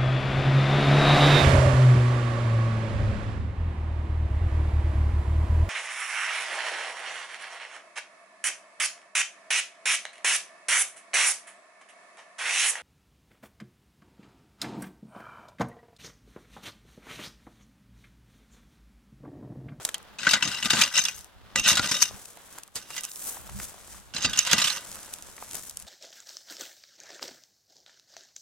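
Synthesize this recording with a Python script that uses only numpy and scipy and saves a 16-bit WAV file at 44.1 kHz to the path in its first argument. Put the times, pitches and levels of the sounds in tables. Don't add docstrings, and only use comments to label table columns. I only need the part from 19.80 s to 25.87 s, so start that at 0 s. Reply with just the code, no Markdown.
import sys
import numpy as np
from scipy import signal
from scipy.fft import rfft, irfft, next_fast_len
from scipy.io import wavfile

SR = 44100
rng = np.random.default_rng(int(sys.argv[2]) if len(sys.argv) > 2 else 0)


def log_audio(samples):
    frames = np.atleast_2d(samples).T
    limited = np.clip(frames, -1, 1)
    pcm = np.round(limited * 32767).astype(np.int16)
    wavfile.write(sys.argv[1], SR, pcm)


N = 267538
TINY = 1e-12

# (frequency [Hz], relative density [dB per Hz])
STONE_COLOUR = [(1000, -110), (2500, 2), (4500, 1), (7000, 8), (11000, 7), (16400, -8)]


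def from_db(db):
    return 10 ** (np.asarray(db) / 20)


def rms_one(x):
    return x / np.sqrt(np.mean(x ** 2) + 1e-20)


def sides(pan_db):
    return from_db(np.array([pan_db / 2, -pan_db / 2]))


def in_time(tables, quiet_db=None):
    t = np.arange(N) / SR
    rows = np.vstack(tables)
    columns = [np.interp(t, rows[:, 0], column) for column in rows[:, 1:].T]
    if quiet_db is not None:
        inside = sum((t >= table[0][0]) & (t <= table[-1][0]) for table in tables)
        columns[0] = np.where(inside, columns[0], quiet_db)
    return columns


def response(spectrum, size=8192):
    hz, level_db = np.transpose(spectrum)
    log_hz = np.log(np.fft.rfftfreq(size, 1 / SR) + 1)
    cepstrum = irfft(np.log(from_db(np.interp(log_hz, np.log(hz), level_db))))
    cepstrum[1:size // 2] *= 2
    cepstrum[size // 2 + 1:] = 0
    return irfft(np.exp(rfft(cepstrum)))


def colour(x, spectrum):
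    h = response(spectrum)
    h = (h / np.linalg.norm(h)).reshape((1,) * (x.ndim - 1) + (-1,))
    return signal.oaconvolve(x, h, axes=-1)[..., :N]


def resonance(x, hz, width_hz):
    r = np.exp(-np.pi * width_hz / SR)
    gain = (1 - r * r) / 2
    return signal.lfilter([gain, 0, -gain], [1, -2 * r * np.cos(2 * np.pi * hz / SR), r * r], x)


def drift(rate_hz):
    r = np.exp(-2 * np.pi * rate_hz * 20 / SR)
    noise = rng.standard_normal(N // 20 + 2002)
    slow = signal.lfilter([1], [1, -2 * r, r * r], noise)[2000:]
    return np.interp(np.arange(N) / 20, np.arange(len(slow)), rms_one(slow))


def grains(per_s, spread_db, clump_db):
    # (frequency [Hz], level [dB])
    scatter = [(100, -7), (1000, -19), (3000, -2), (8000, 2.5), (15000, 0.5)]
    sizes = from_db(spread_db * np.minimum(rng.exponential(1, (3, N)), 4)) * rng.choice([-1, 1], (3, N))
    happens = rng.random((3, N)) < per_s / SR
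    clumps = from_db(clump_db * (drift(16.7) + drift(94)))
    shared, *own = rms_one(sizes * happens * clumps)
    return shared + signal.oaconvolve(own, response(scatter)[None, :512], axes=1)[:, :N]


def bursts(at_s, level_db, t60_s, pan_db, rise_s=None):
    out = np.zeros((2, N))
    for s, db, t60, pan in zip(at_s, level_db, t60_s, pan_db):
        start = round(s * SR)
        steps = np.arange(min(N - start, int(max(t60, .003) * SR)))
        rise = 1 if rise_s is None else 1 - np.exp(-steps / SR / rise_s)
        decay_db = db - 60 * steps / len(steps)
        out[:, start:start + len(steps)] += rise * from_db(decay_db + [[pan / 2], [-pan / 2]])
    return out


def swell(s, level_db, rise_s, fall_s):
    t = np.arange(N) / SR
    return from_db(level_db - 20 * np.where(t < s, (s - t) / rise_s, (t - s) / fall_s))


def spade():
    # (frequency [Hz], relative density [dB per Hz])
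    gravel = [(290, -52.5), (600, -7.5), (1200, -4), (2200, -3), (3200, -1), (5000, -2), (7000, -2),
              (9100, -17), (15400, -90.5)]
    fine_grit = [(2940, -25.5), (5000, 0.5), (6440, 4.5), (6970, -9), (14900, -17), (15800, -38),
                 (16400, -30)]
    shaft_and_ground = [(41, -38), (70, -11.5), (200, -0.5), (280, -4.5), (358, -12.5), (476, -10.5),
                        (560, -11.5), (687, -10.5), (800, -8), (1040, -55), (1760, -120)]
    grind_body, grind_low, grind_high, low_modes, high_modes, uneven_db = grinding()
    knock_body, knock_low, knock_high, struck = knocking()
    ringing = blade(low_modes + struck, high_modes + struck, wander_db=2.0, damping_db=uneven_db)
    body = from_db(-4.5) * colour(grind_body + knock_body + ringing, gravel)
    push = grind_low + knock_low
    shaft = push + from_db(-7.5) * resonance(push, hz=210.8, width_hz=8)
    return body + colour(shaft, shaft_and_ground) + colour(grind_high + knock_high, fine_grit)


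def grinding():
    # (time [s], grinding [dB],
    # low-mode ring re grinding [dB], high-mode ring re grinding [dB], fine grit re grinding [dB])
    strokes = [
        [(0.386, -39.5, -9, -7, -17), (0.448, -36, 1, -8, -8), (0.48, -26.5, 8, -25, -27),
         (0.498, -28, -28, -1, 0), (0.546, -20, 0.5, -9.5, -16.5), (0.606, -41, 5.5, -22, -9),
         (0.624, -29.5, -5.5, -7, -12), (0.756, -32.5, -10.5, -7.5, -9.5), (0.866, -21, -17.5, -17.5, -11),
         (0.894, -44, -2, -8, -10), (0.904, -17, -19, -4, -8), (0.944, -20.5, -9, -19, -13),
         (1.024, -14, -19, -23, -13), (1.11, -42.5, -9, -4, -7)],
        [(1.112, -41, -2, -9, -3.5), (1.192, -17.5, -13.5, 1, -10), (1.21, -38, -17, -8, -2),
         (1.216, -39, -28, -18, 1.5), (1.26, -26, -22, -6.5, -8.5), (1.47, -69, -7, -26, 1)],
        [(1.759, -10, -5, -27, -21), (1.777, -39, -17, 11, -1), (1.793, -32, -21, -5, -4),
         (1.827, -45.5, -22, 6, -1), (1.857, -25, -2.5, -3, -18), (1.893, -18, -15, -5, 3),
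         (1.937, -24.5, -10, -19, -15.5), (2.213, -32, -7, -1, 0.5), (2.225, -11, -38, -22, -2),
         (2.243, -27.5, -21, -7, -3), (2.36, -59, -9, -23, -4)],
        [(2.957, -32, -31, -14, -7), (2.987, -31, -11, -21, -14), (3.027, -57, -13, -5, -2.5),
         (3.187, -36.5, -11, -0.5, -11), (3.219, -53, 3, -8, -10), (3.245, -41.5, -17, -5, 1),
         (3.3, -52, -13, -8, -17)],
        [(4.337, -36, -12, -21, -21), (4.359, -32.5, -25, -5, -13), (4.413, -31.5, -5, -5, -18),
         (4.455, -19.5, -25, -3, -18), (4.477, -39, -2, -10, -17), (4.573, -30.5, -7.5, -4.5, -9),
         (4.589, -22.5, -21, 3, -9), (4.639, -35, -5, -2, -5.5), (4.737, -13, -6.5, -22, -20),
         (4.743, -23.5, -4.5, -8, -14), (4.911, -24, -16, -10.5, -5.5), (4.933, -33, -6, -11, -3),
         (5.08, -50.5, -5, -19, -14)],
    ]
    # (low drag re grinding [dB], unevenness of the gravel's
    # damping [dB], left-right at start [dB], left-right at end [dB])
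    grips = [(-10.5, 5.5, 4, 2.5), (-14.5, 5.5, 1.5, 6), (-25.5, 4, -0.3, 4), (-15, 3.0, -3, -3),
             (-18, 2, -3.8, -1.5)]
    grind_db, low_ring_db, high_ring_db, grit_db = in_time(strokes, quiet_db=-120)
    held = []
    for rows, (drag, uneven, start_pan, end_pan) in zip(strokes, grips):
        held.append([(rows[0][0], drag, uneven, start_pan), (rows[-1][0], drag, uneven, end_pan)])
    drag_db, uneven_db, pan_db = in_time(np.vstack(held)[None])
    contacts = grains(3500, spread_db=3.0, clump_db=2.54)
    stroke = from_db(grind_db - 12.5) * sides(pan_db)
    grind = contacts * stroke
    stony = from_db(2.5) * pebbles(contacts, count=16, cycles=1.5) * stroke
    body = from_db(4.5) * grind + stony
    low, high = grind * from_db(drag_db), grind * from_db(grit_db + 12.5)
    low_modes, high_modes = grind * from_db(low_ring_db + 26.5), grind * from_db(high_ring_db + 21.5)
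    return body, low, high, low_modes, high_modes, uneven_db


def pebbles(contacts, count, cycles):
    dealt = np.repeat(rng.integers(0, count, N // 200 + 1), 200)[:N]
    out = 0
    for k, hz in enumerate(np.geomspace(900, 7500, count)):
        out = out + resonance(contacts * (dealt == k) + TINY, hz, hz / cycles) * np.sqrt(cycles)
    return rms_one(out)


def knocking():
    # (time [s],
    # peak [dB], thud re peak [dB], crack re peak [dB], blade ring re peak [dB], first touch re peak [dB],
    # pitch of the stone [Hz], 60 dB decay [s], left-right [dB])
    knocks = [(0.143, -15, -45, -14, -11, -3, 3160, 0.05, -1.5),
              (0.386, -20, -37, -28, -10, -6, 2570, 0.041, 2),
              (0.416, -21, -18.5, -25, -11, -7, 2700, 0.05, 6),
              (0.431, -20, -21, -40, -6, -9, 2820, 0.041, -1),
              (0.459, -17, -16, -30, -19, -9, 1560, 0.025, 3.5),
              (0.471, -1, -18, -26, -30, -15, 1870, 0.021, 0),
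              (0.491, -6.5, -52, -12, -3, -13, 2700, 0.039, 3.5),
              (0.51, -9, -26, -15, -2.5, -5, 4720, 0.14, 4.5),
              (0.534, 3.5, -42, -24, -4, -16, 1473, 0.043, 4.0),
              (0.625, -4.5, -28, -22, -3.5, -9, 2700, 0.044, 5.5),
              (0.652, -15, -11.5, -21, 1, -11, 2750, 0.067, -0.5),
              (0.676, -13.5, -26, -27, -15, -1, 1460, 0.038, 12),
              (0.827, -10.5, -23, -22, -11, -5.5, 2910, 0.042, 3),
              (0.857, -9, -16, -23, -13, -13, 3730, 0.027, 2.5),
              (0.905, -0.5, -38, -17.5, -3.5, -8.5, 3710, 0.027, 4.0),
              (0.933, 1.5, -16.5, -26, -9, -12, 1570, 0.029, 2.0),
              (0.969, -14, -15, -17, -4, -12, 2740, 0.041, 3),
              (1.014, 0.5, -43, -14, -5.5, -18, 2380, 0.08, 1),
              (1.036, -6.5, -35, -14, 3, -12, 4900, 0.021, 3.5),
              (1.14, -19, -30, -15, -4, -12, 5330, 0.12, 2.5),
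              (1.153, -11, -38, -34, -15, -14, 2800, 0.059, 2.0),
              (1.184, -7.5, -50, -31, 2, -12, 2860, 0.022, 3.5),
              (1.217, -14, -46, -15, -16, -7, 6350, 0.05, -3),
              (1.239, -28, -41, 4.5, -15, -7, 6040, 0.03, 6),
              (1.253, -5.5, -43, -12, -10, -9, 3400, 0.028, -5),
              (1.284, -16.5, -38, -9, -1.5, 1, 2510, 0.092, 1),
              (1.756, -9.5, -13.5, -28, -21, -11, 2740, 0.035, 2),
              (1.785, -7, -20, -17, -7, -9, 2720, 0.047, -2),
              (1.796, -12.5, -35, -8, -8, -4, 2730, 0.067, -1.0),
              (1.852, -14, -40, -30, -6, -11, 2700, 0.039, 0.0),
              (1.861, -8, -22.5, -28, -7, -9, 2720, 0.075, 1.0),
              (1.887, -2.5, -38, -28, -5, -5, 3700, 0.048, 1.5),
              (1.898, -7, -44, -23, -4, -5, 2660, 0.052, -7),
              (1.905, -11, -27, -8.5, -5, -9, 1900, 0.042, 9),
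              (1.915, -16.5, -9.5, -3.5, -14, -9, 3870, 0.083, 0.5),
              (1.929, -14, -34, -14, -8, -9, 2710, 0.1, 1.5),
              (1.954, -13.5, -29, -9.5, -15, -12, 3840, 0.083, 2.0),
              (1.971, -2.5, -49, -23, -33, -5, 1463, 0.065, 1),
              (1.995, -2, -12, -28, -24, -3.5, 1410, 0.018, 2.0),
              (2.031, -24.5, -8, -22, -21, -5, 1180, 0.039, 4),
              (2.058, -14, -12, -31, -22, -9, 1840, 0.022, 1.5),
              (2.089, -15, -29, -31, -15, -9, 6430, 0.067, -1),
              (2.112, -8.5, -21, -18, -7, -13, 5570, 0.11, 2.0),
              (2.142, -19, -41, -22, -3, -9, 5400, 0.074, 6),
              (2.221, -16, -52, -9, -12, -13, 6300, 0.023, 11),
              (2.223, -20, -50, 5, -19, -11, 5000, 0.037, -9),
              (2.959, -23, -20, -22, -1.5, -8, 4560, 0.13, -6),
              (3.109, -25.5, -27, -18, -10, -7, 1200, 0.066, -1.5),
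              (3.143, -23, -37, -18, -10, -7, 2000, 0.042, -1.5),
              (3.165, -15.5, -47, -20, -6, -5, 1984, 0.03, -2.5),
              (3.179, -19.5, -54, -21, 2, -3, 2010, 0.059, -4),
              (4.338, -22.5, -30, -32, -10, -7, 2720, 0.034, -10),
              (4.347, -22, -9, -11, -17, -9, 1545, 0.065, 2),
              (4.364, -10, -33, -43, -18, -5, 4080, 0.05, -3),
              (4.382, -18, -19, -12, -5, -9, 3000, 0.041, 3),
              (4.424, -12, -30, -18, -23, -9, 6430, 0.039, 2),
              (4.446, -5, -16.5, -43, -1, -23, 2760, 0.048, 0.5),
              (4.496, -23, -15.5, -10.5, -10, -9, 2700, 0.13, 2),
              (4.532, -14.5, -35, -17, -4, -5, 3370, 0.055, 0),
              (4.574, -13, -36, -11, -6, -7, 6740, 0.028, 1),
              (4.59, -0.5, -58, -7, -16, -14, 6800, 0.017, -3.5),
              (4.65, -17, -36, -14, -7, -9, 2770, 0.05, 0),
              (4.671, -6, -36, -19.5, -24, -10, 1510, 0.041, 2),
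              (4.713, -6, -36, -13, -22, -16, 3300, 0.057, -4),
              (4.731, 2, -18.5, -15, -10, -6, 2796, 0.041, 1.5),
              (4.781, -5, -24.5, -16, -18, -12, 2750, 0.095, -2),
              (4.817, -11, -47, -15, 4, -2, 3940, 0.099, -3.5),
              (4.841, -8, -51, -15.5, -2, -12, 2970, 0.064, -3.5),
              (4.873, -10.5, -47, -26, -16, -6, 3490, 0.055, -6),
              (4.901, -7, -42, -20, -17, -8, 4126, 0.066, -6),
              (4.949, -26.5, -39, -19, -12, -9, 1820, 0.05, -16)]
    s, peak_db, thud_db, crack_db, struck_db, touch_db, stone_hz, t60_s, side_db = np.transpose(knocks)
    rise_s = 0.0023
    rattle = grains(14000, spread_db=1.5, clump_db=1.0)
    touch = rng.choice([-1, 1], N) * bursts(s, peak_db + touch_db, t60_s / 25, side_db)
    blows = rattle * bursts(s, peak_db - 10.5, t60_s, side_db, rise_s) + touch + TINY
    body = blows + from_db(19.5) * stone_rings(blows, s, stone_hz, width_share=0.024)
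    struck = rattle * bursts(s, peak_db + struck_db, 0.4 * t60_s, side_db) + TINY
    low = rattle * bursts(s, peak_db + thud_db - 11, 3.12 * t60_s, side_db, rise_s)
    low = low + bursts(s, peak_db + thud_db - 12.5, t60_s / 12, side_db) + TINY
    high = rattle * bursts(s, peak_db + crack_db + 0.5, 0.64 * t60_s, side_db)
    return body, low, high, struck


def stone_rings(force, at_s, pitch_hz, width_share):
    out, length = np.zeros((2, N)), SR // 25
    fading = from_db(-30 * np.arange(length) / length)
    for s, hz in zip(at_s, pitch_hz):
        start = round(s * SR)
        push = force[:, start:start + length] * fading
        out[:, start:start + length] += resonance(push, hz, width_share * hz)
    return out


def blade(low_force, high_force, wander_db, damping_db):
    # (frequency [Hz], width [Hz], level [dB])
    modes = [(540, 29, 2), (983, 110, -13), (1217, 8.3, 5), (1533, 180, -6), (1521, 35, -2.5),
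             (1895, 40, -11), (1967, 20, 0.5), (2380, 11, -12), (2600, 32, -4.5), (2803, 35, 3.5),
             (2779, 38, -2), (2970, 73, -4.5), (3320, 5, -3.5), (3600, 34, -10), (3730, 10, 5.5),
             (3860, 74, -6.5), (4690, 17, -3), (4820, 16, -26), (4900, 110, -5), (5340, 92, -1.5),
             (5500, 13, -13), (5920, 34, -10), (6300, 36, 5), (7560, 68, -21)]
    out = 0
    for hz, width_hz, level_db in modes:
        force = low_force if hz < 2300 else high_force
        ringing = resonance(force * from_db(level_db + wander_db * drift(2.4)), hz, width_hz)
        out = out + ringing * from_db(damping_db * drift(58))
    return out


def stones():
    # (time [s], peak [dB],
    # dull part re peak [dB], 60 dB decay [s], left-right [dB])
    ticks = [(0.0268, -40, -4, 0.013, 1), (0.0501, -6.5, -14, 0.02, 0), (0.0898, -18, -3.5, 0.021, 2.0),
             (0.1137, -39, -1, 0.013, 4), (0.1439, -12, -19.5, 0.012, 3), (0.181, -30.5, -13, 0.013, 1.5),
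             (0.2277, -37.5, -14, 0.013, 2.5), (1.384, -31, -17, 0.011, -5), (1.391, -26, -28, 0.0079, 6),
             (1.4094, -33, -20, 0.012, -5), (1.4448, -31.5, -28, 0.011, 10), (2.4557, -27, -45, 0.011, 9),
             (2.5718, -36.5, -22, 0.016, -13), (2.7267, -33, -15, 0.013, -4), (2.785, -23, -30, 0.012, -2),
             (2.834, -26, -35, 0.012, 1), (2.8776, -34, -23, 0.0095, -2), (2.9567, -16, -22, 0.013, -2),
             (3.029, -39, -18, 0.013, 2), (3.1046, -24.5, -5.5, 0.013, 1), (3.2084, -21.5, -26, 0.015, 0),
             (3.235, -17, -35, 0.012, -1.0), (3.2414, -18, -29.5, 0.013, -1.5),
             (3.2508, -16.5, -27, 0.014, -1.5), (3.3162, -21.5, -35, 0.01, -2),
             (3.3587, -21.5, -30, 0.008, -8), (3.696, -28, -4, 0.014, 3.0), (4.075, -31, -19, 0.013, 0.0),
             (5.0492, -26.5, -28, 0.011, 7), (5.0716, -31, -19, 0.013, 1.0), (5.116, -22, -12, 0.01, -2),
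             (5.127, -26, -21, 0.013, 0.0), (5.1562, -25.5, -10, 0.013, -4), (5.1894, -35, -15, 0.013, -4),
             (5.2305, -26.5, -31, 0.014, -0.5), (5.2494, -34, -21, 0.013, -4),
             (5.2654, -31, -22, 0.0043, -5), (5.3376, -16, -39, 0.014, -1), (5.3734, -38, -11, 0.013, 1.0),
             (5.3859, -30, -11, 0.013, 0.0), (5.4241, -23, -21, 0.0057, -1.5),
             (5.5258, -36.5, -13, 0.012, -6), (5.566, -32, -10.5, 0.011, 3.0), (5.6184, -35, -27, 0.013, 7),
             (5.7114, -22, -28, 0.011, 1.0), (5.7214, -27, -23, 0.013, 1.5), (5.733, -21, -26, 0.013, 3.0),
             (5.7446, -19, -18, 0.013, -1), (5.753, -25, -28, 0.015, 16), (5.7664, -24, -33, 0.014, 6),
             (5.8247, -31.5, -45, 0.012, 10), (5.8961, -21, -27, 0.018, 2), (5.9095, -29, -27, 0.013, 2.0),
             (5.9716, -16.5, -19, 0.0092, 2), (5.9993, -29, -24, 0.013, 10), (6.0235, -26.5, -33, 0.011, 2)]
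    s, peak_db, dull_db, t60_s, side_db = np.transpose(ticks)
    rattle = grains(25000, spread_db=-4.0, clump_db=0.75)
    snap = rng.choice([-1, 1], N) * bursts(s, peak_db - 8.0, t60_s / 6, side_db)
    bright = rattle * bursts(s, peak_db - 12, t60_s, side_db)
    band = signal.butter(2, [500, 2500], "band", fs=SR, output="sos")
    dull = signal.sosfilt(band, rattle * bursts(s, peak_db + dull_db + 0.5, t60_s, side_db) + TINY)
    return colour(snap + bright, STONE_COLOUR) + dull


def dull_knocks():
    # (time [s], peak [dB],
    # pitch [Hz], 60 dB decay of the push [s])
    soft_knocks = [(2.31, -26, 660, 0.01), (2.35, -29, 570, 0.013), (2.572, -31.5, 684, 0.014),
                   (2.78, -31.5, 940, 0.036), (2.883, -45, 960, 0.02), (3.107, -29, 1134, 0.016),
                   (3.453, -38, 840, 0.02), (3.569, -32.5, 910, 0.02), (3.692, -32, 932, 0.0071),
                   (3.8, -28.5, 1600, 0.013), (3.942, -32.5, 670, 0.016), (4.08, -30.5, 790, 0.0064),
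                   (4.145, -37.5, 900, 0.017), (4.181, -41, 980, 0.013), (5.167, -37, 1030, 0.031),
                   (5.58, -29.5, 1070, 0.017), (5.625, -28, 846, 0.017)]
    out, noise = np.zeros((2, N)), rng.standard_normal(N)
    length = SR // 10
    for s, peak_db, hz, t60_s in soft_knocks:
        start = round(s * SR)
        push = noise * bursts([s], [peak_db + 9.5], [t60_s], [0])
        out[:, start:start + length] += resonance(push[:, start:start + length], hz, hz / 2)
    return out


def swishes():
    # (time of the loudest [s], level [dB], rise over 20 dB [s], fall over 20 dB [s],
    # top re swish before the trim below [dB])
    movements = [(.055, -39.5, 0.08, 0.089, -27), (1.385, -58, 0.3, 0.12, 4), (2.41, -49, 0.31, 0.24, -6),
                 (2.78, -53, .3, 0.074, -4), (2.962, -30, 0.013, 0.032, -22), (3.165, -44, 0.085, .06, -2),
                 (3.249, -45, 0.015, 0.014, -21), (3.49, -44, 0.27, 0.15, 6), (3.8, -41, .1, 0.13, -4),
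                 (3.85, -46, 0.095, 0.082, -4.5), (4.13, -47, 0.27, 0.21, -10),
                 (5.08, -45.5, 0.34, 0.95, -11), (5.34, -55, 0.021, 0.013, 3),
                 (5.428, -74, 0.033, 0.022, -24), (5.63, -63, 0.1, 0.039, -1), (5.755, -41, .12, .07, -12),
                 (5.88, -50.5, 0.28, 0.053, -1), (5.98, -49.5, 0.12, 0.15, -27)]
    whole = top = from_db(-79.5)
    for s, level_db, rise_s, fall_s, top_db in movements:
        one = swell(s, level_db, rise_s, fall_s)
        whole, top = whole + one, top + one * from_db(top_db + 4.5)
    return whole, top


def clothes(whole, top):
    # (frequency [Hz], relative density [dB per Hz])
    cloth_colour = [(1500, -3), (3000, -9), (4500, -7.5), (6000, -2.5), (8000, -1), (11000, -4),
                    (14000, -5), (16400, -10.5)]
    rubbing = grains(11000, spread_db=7.0, clump_db=1.64) * sides(1.5)[:, None]
    cloth = colour(rubbing, cloth_colour)
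    lower = signal.sosfilt(signal.butter(1, 9500, fs=SR, output="sos"), cloth)
    return lower * whole + (cloth - lower) * top


def patter(whole):
    rolling = grains(280, spread_db=5.5, clump_db=2.0)
    return colour(rolling, STONE_COLOUR) * from_db(-12.5) * whole


def ground_and_traffic():
    # (time [s], level [dB])
    shifting = [
        [(0.0, -51.5), (0.042, -59), (0.048, -54), (0.138, -60), (0.142, -56.5), (0.238, -60), (0.38, -59.5)],
        [(1.4, -62.5), (1.578, -64), (1.612, -63.5), (1.624, -65), (1.688, -60), (1.742, -60.5), (1.75, -61)],
        [(2.3, -59.5), (2.356, -56), (2.462, -68.5), (2.57, -60), (2.68, -61.5), (2.778, -58), (2.95, -72)],
        [(3.0, -65), (3.076, -61.5), (3.106, -61), (3.318, -65.5), (3.458, -56), (4.316, -63.5), (4.32, -62.5)],
        [(5.05, -58.5), (5.55, -61.5), (5.63, -57.5), (5.654, -62), (5.77, -62), (5.802, -71), (6.067, -67.5)],
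    ]
    # (frequency [Hz], relative density [dB per Hz])
    outdoors = [(59, -13), (100, -13.5), (290, -12), (429, -11.5), (737, -10), (1500, -11), (2200, -17.5),
                (3500, -17.5), (5000, -24.5), (8000, -33)]
    level_db, = in_time(shifting)
    ground = grains(5000, spread_db=4.5, clump_db=1.5) + 1.01 * rng.standard_normal((2, N))
    return colour(ground * from_db(level_db + 3), outdoors)


def rumble():
    # (time of the loudest [s], level [dB], rise over 20 dB [s],
    # fall over 20 dB [s])
    bumps = [(.3, -59, 0.19, .1), (.48, -71, .05, 0.18), (.88, -55, 0.2, 0.22), (1.2, -62, 0.091, .1),
             (1.35, -55.5, .1, 0.14), (1.6, -54.5, 0.092, 0.13), (1.801, -45, 0.11, 0.072),
             (1.92, -58, 0.045, .1), (2.01, -43, 0.087, 0.061), (2.12, -60, .06, .2),
             (2.33, -48, 0.086, 0.083), (3.0, -66, .1, .2), (3.6, -56, 0.07, .2),
             (3.75, -39.5, 0.094, 0.11), (4.14, -55.5, .25, 0.31), (4.37, -52, .08, .12),
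             (4.47, -40.5, 0.043, 0.13), (4.74, -59, 0.046, 0.23), (5.09, -52, 0.044, 0.14),
             (5.46, -63, 0.27, .15), (5.7, -62, .3, 0.45), (6.06, -55, .25, .1)]
    # (frequency [Hz], relative density [dB per Hz])
    wind = [(8.8, -49), (15, -11.5), (60, 7.5), (125, 1), (160, -10.5), (198, 4.5), (300, -29), (390, -39),
            (660, -120)]
    calm_db, port_phase_rad = -69.5, 2.04
    level = from_db(calm_db) + sum(swell(*bump) for bump in bumps)
    shared = signal.hilbert(rng.standard_normal(N), next_fast_len(N))[:N]
    ports = np.real([shared, shared * np.exp(1j * port_phase_rad)])
    ports = ports + 0.46 * rng.standard_normal((2, N))
    return colour(ports * level * from_db(1.4 * drift(19.0)), wind)


def port_spacing(x):
    left_lead_s = .00003
    hz = np.fft.rfftfreq(N, 1 / SR)
    late = irfft(rfft(x[1]) * np.exp(-2j * np.pi * hz * left_lead_s), N)
    return np.array([x[0], late])


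def scene():
    whole, top = swishes()
    near = spade() + stones() + dull_knocks()
    background = clothes(whole, top) + patter(whole) + ground_and_traffic()
    return port_spacing(near + background) + rumble()


def record(dry):
    low_pass = signal.cheby2(20, 50, 16500, fs=SR, output="sos")
    return signal.sosfilt(low_pass, np.tanh(dry))


dry = scene()
out = record(dry)
log_audio(out)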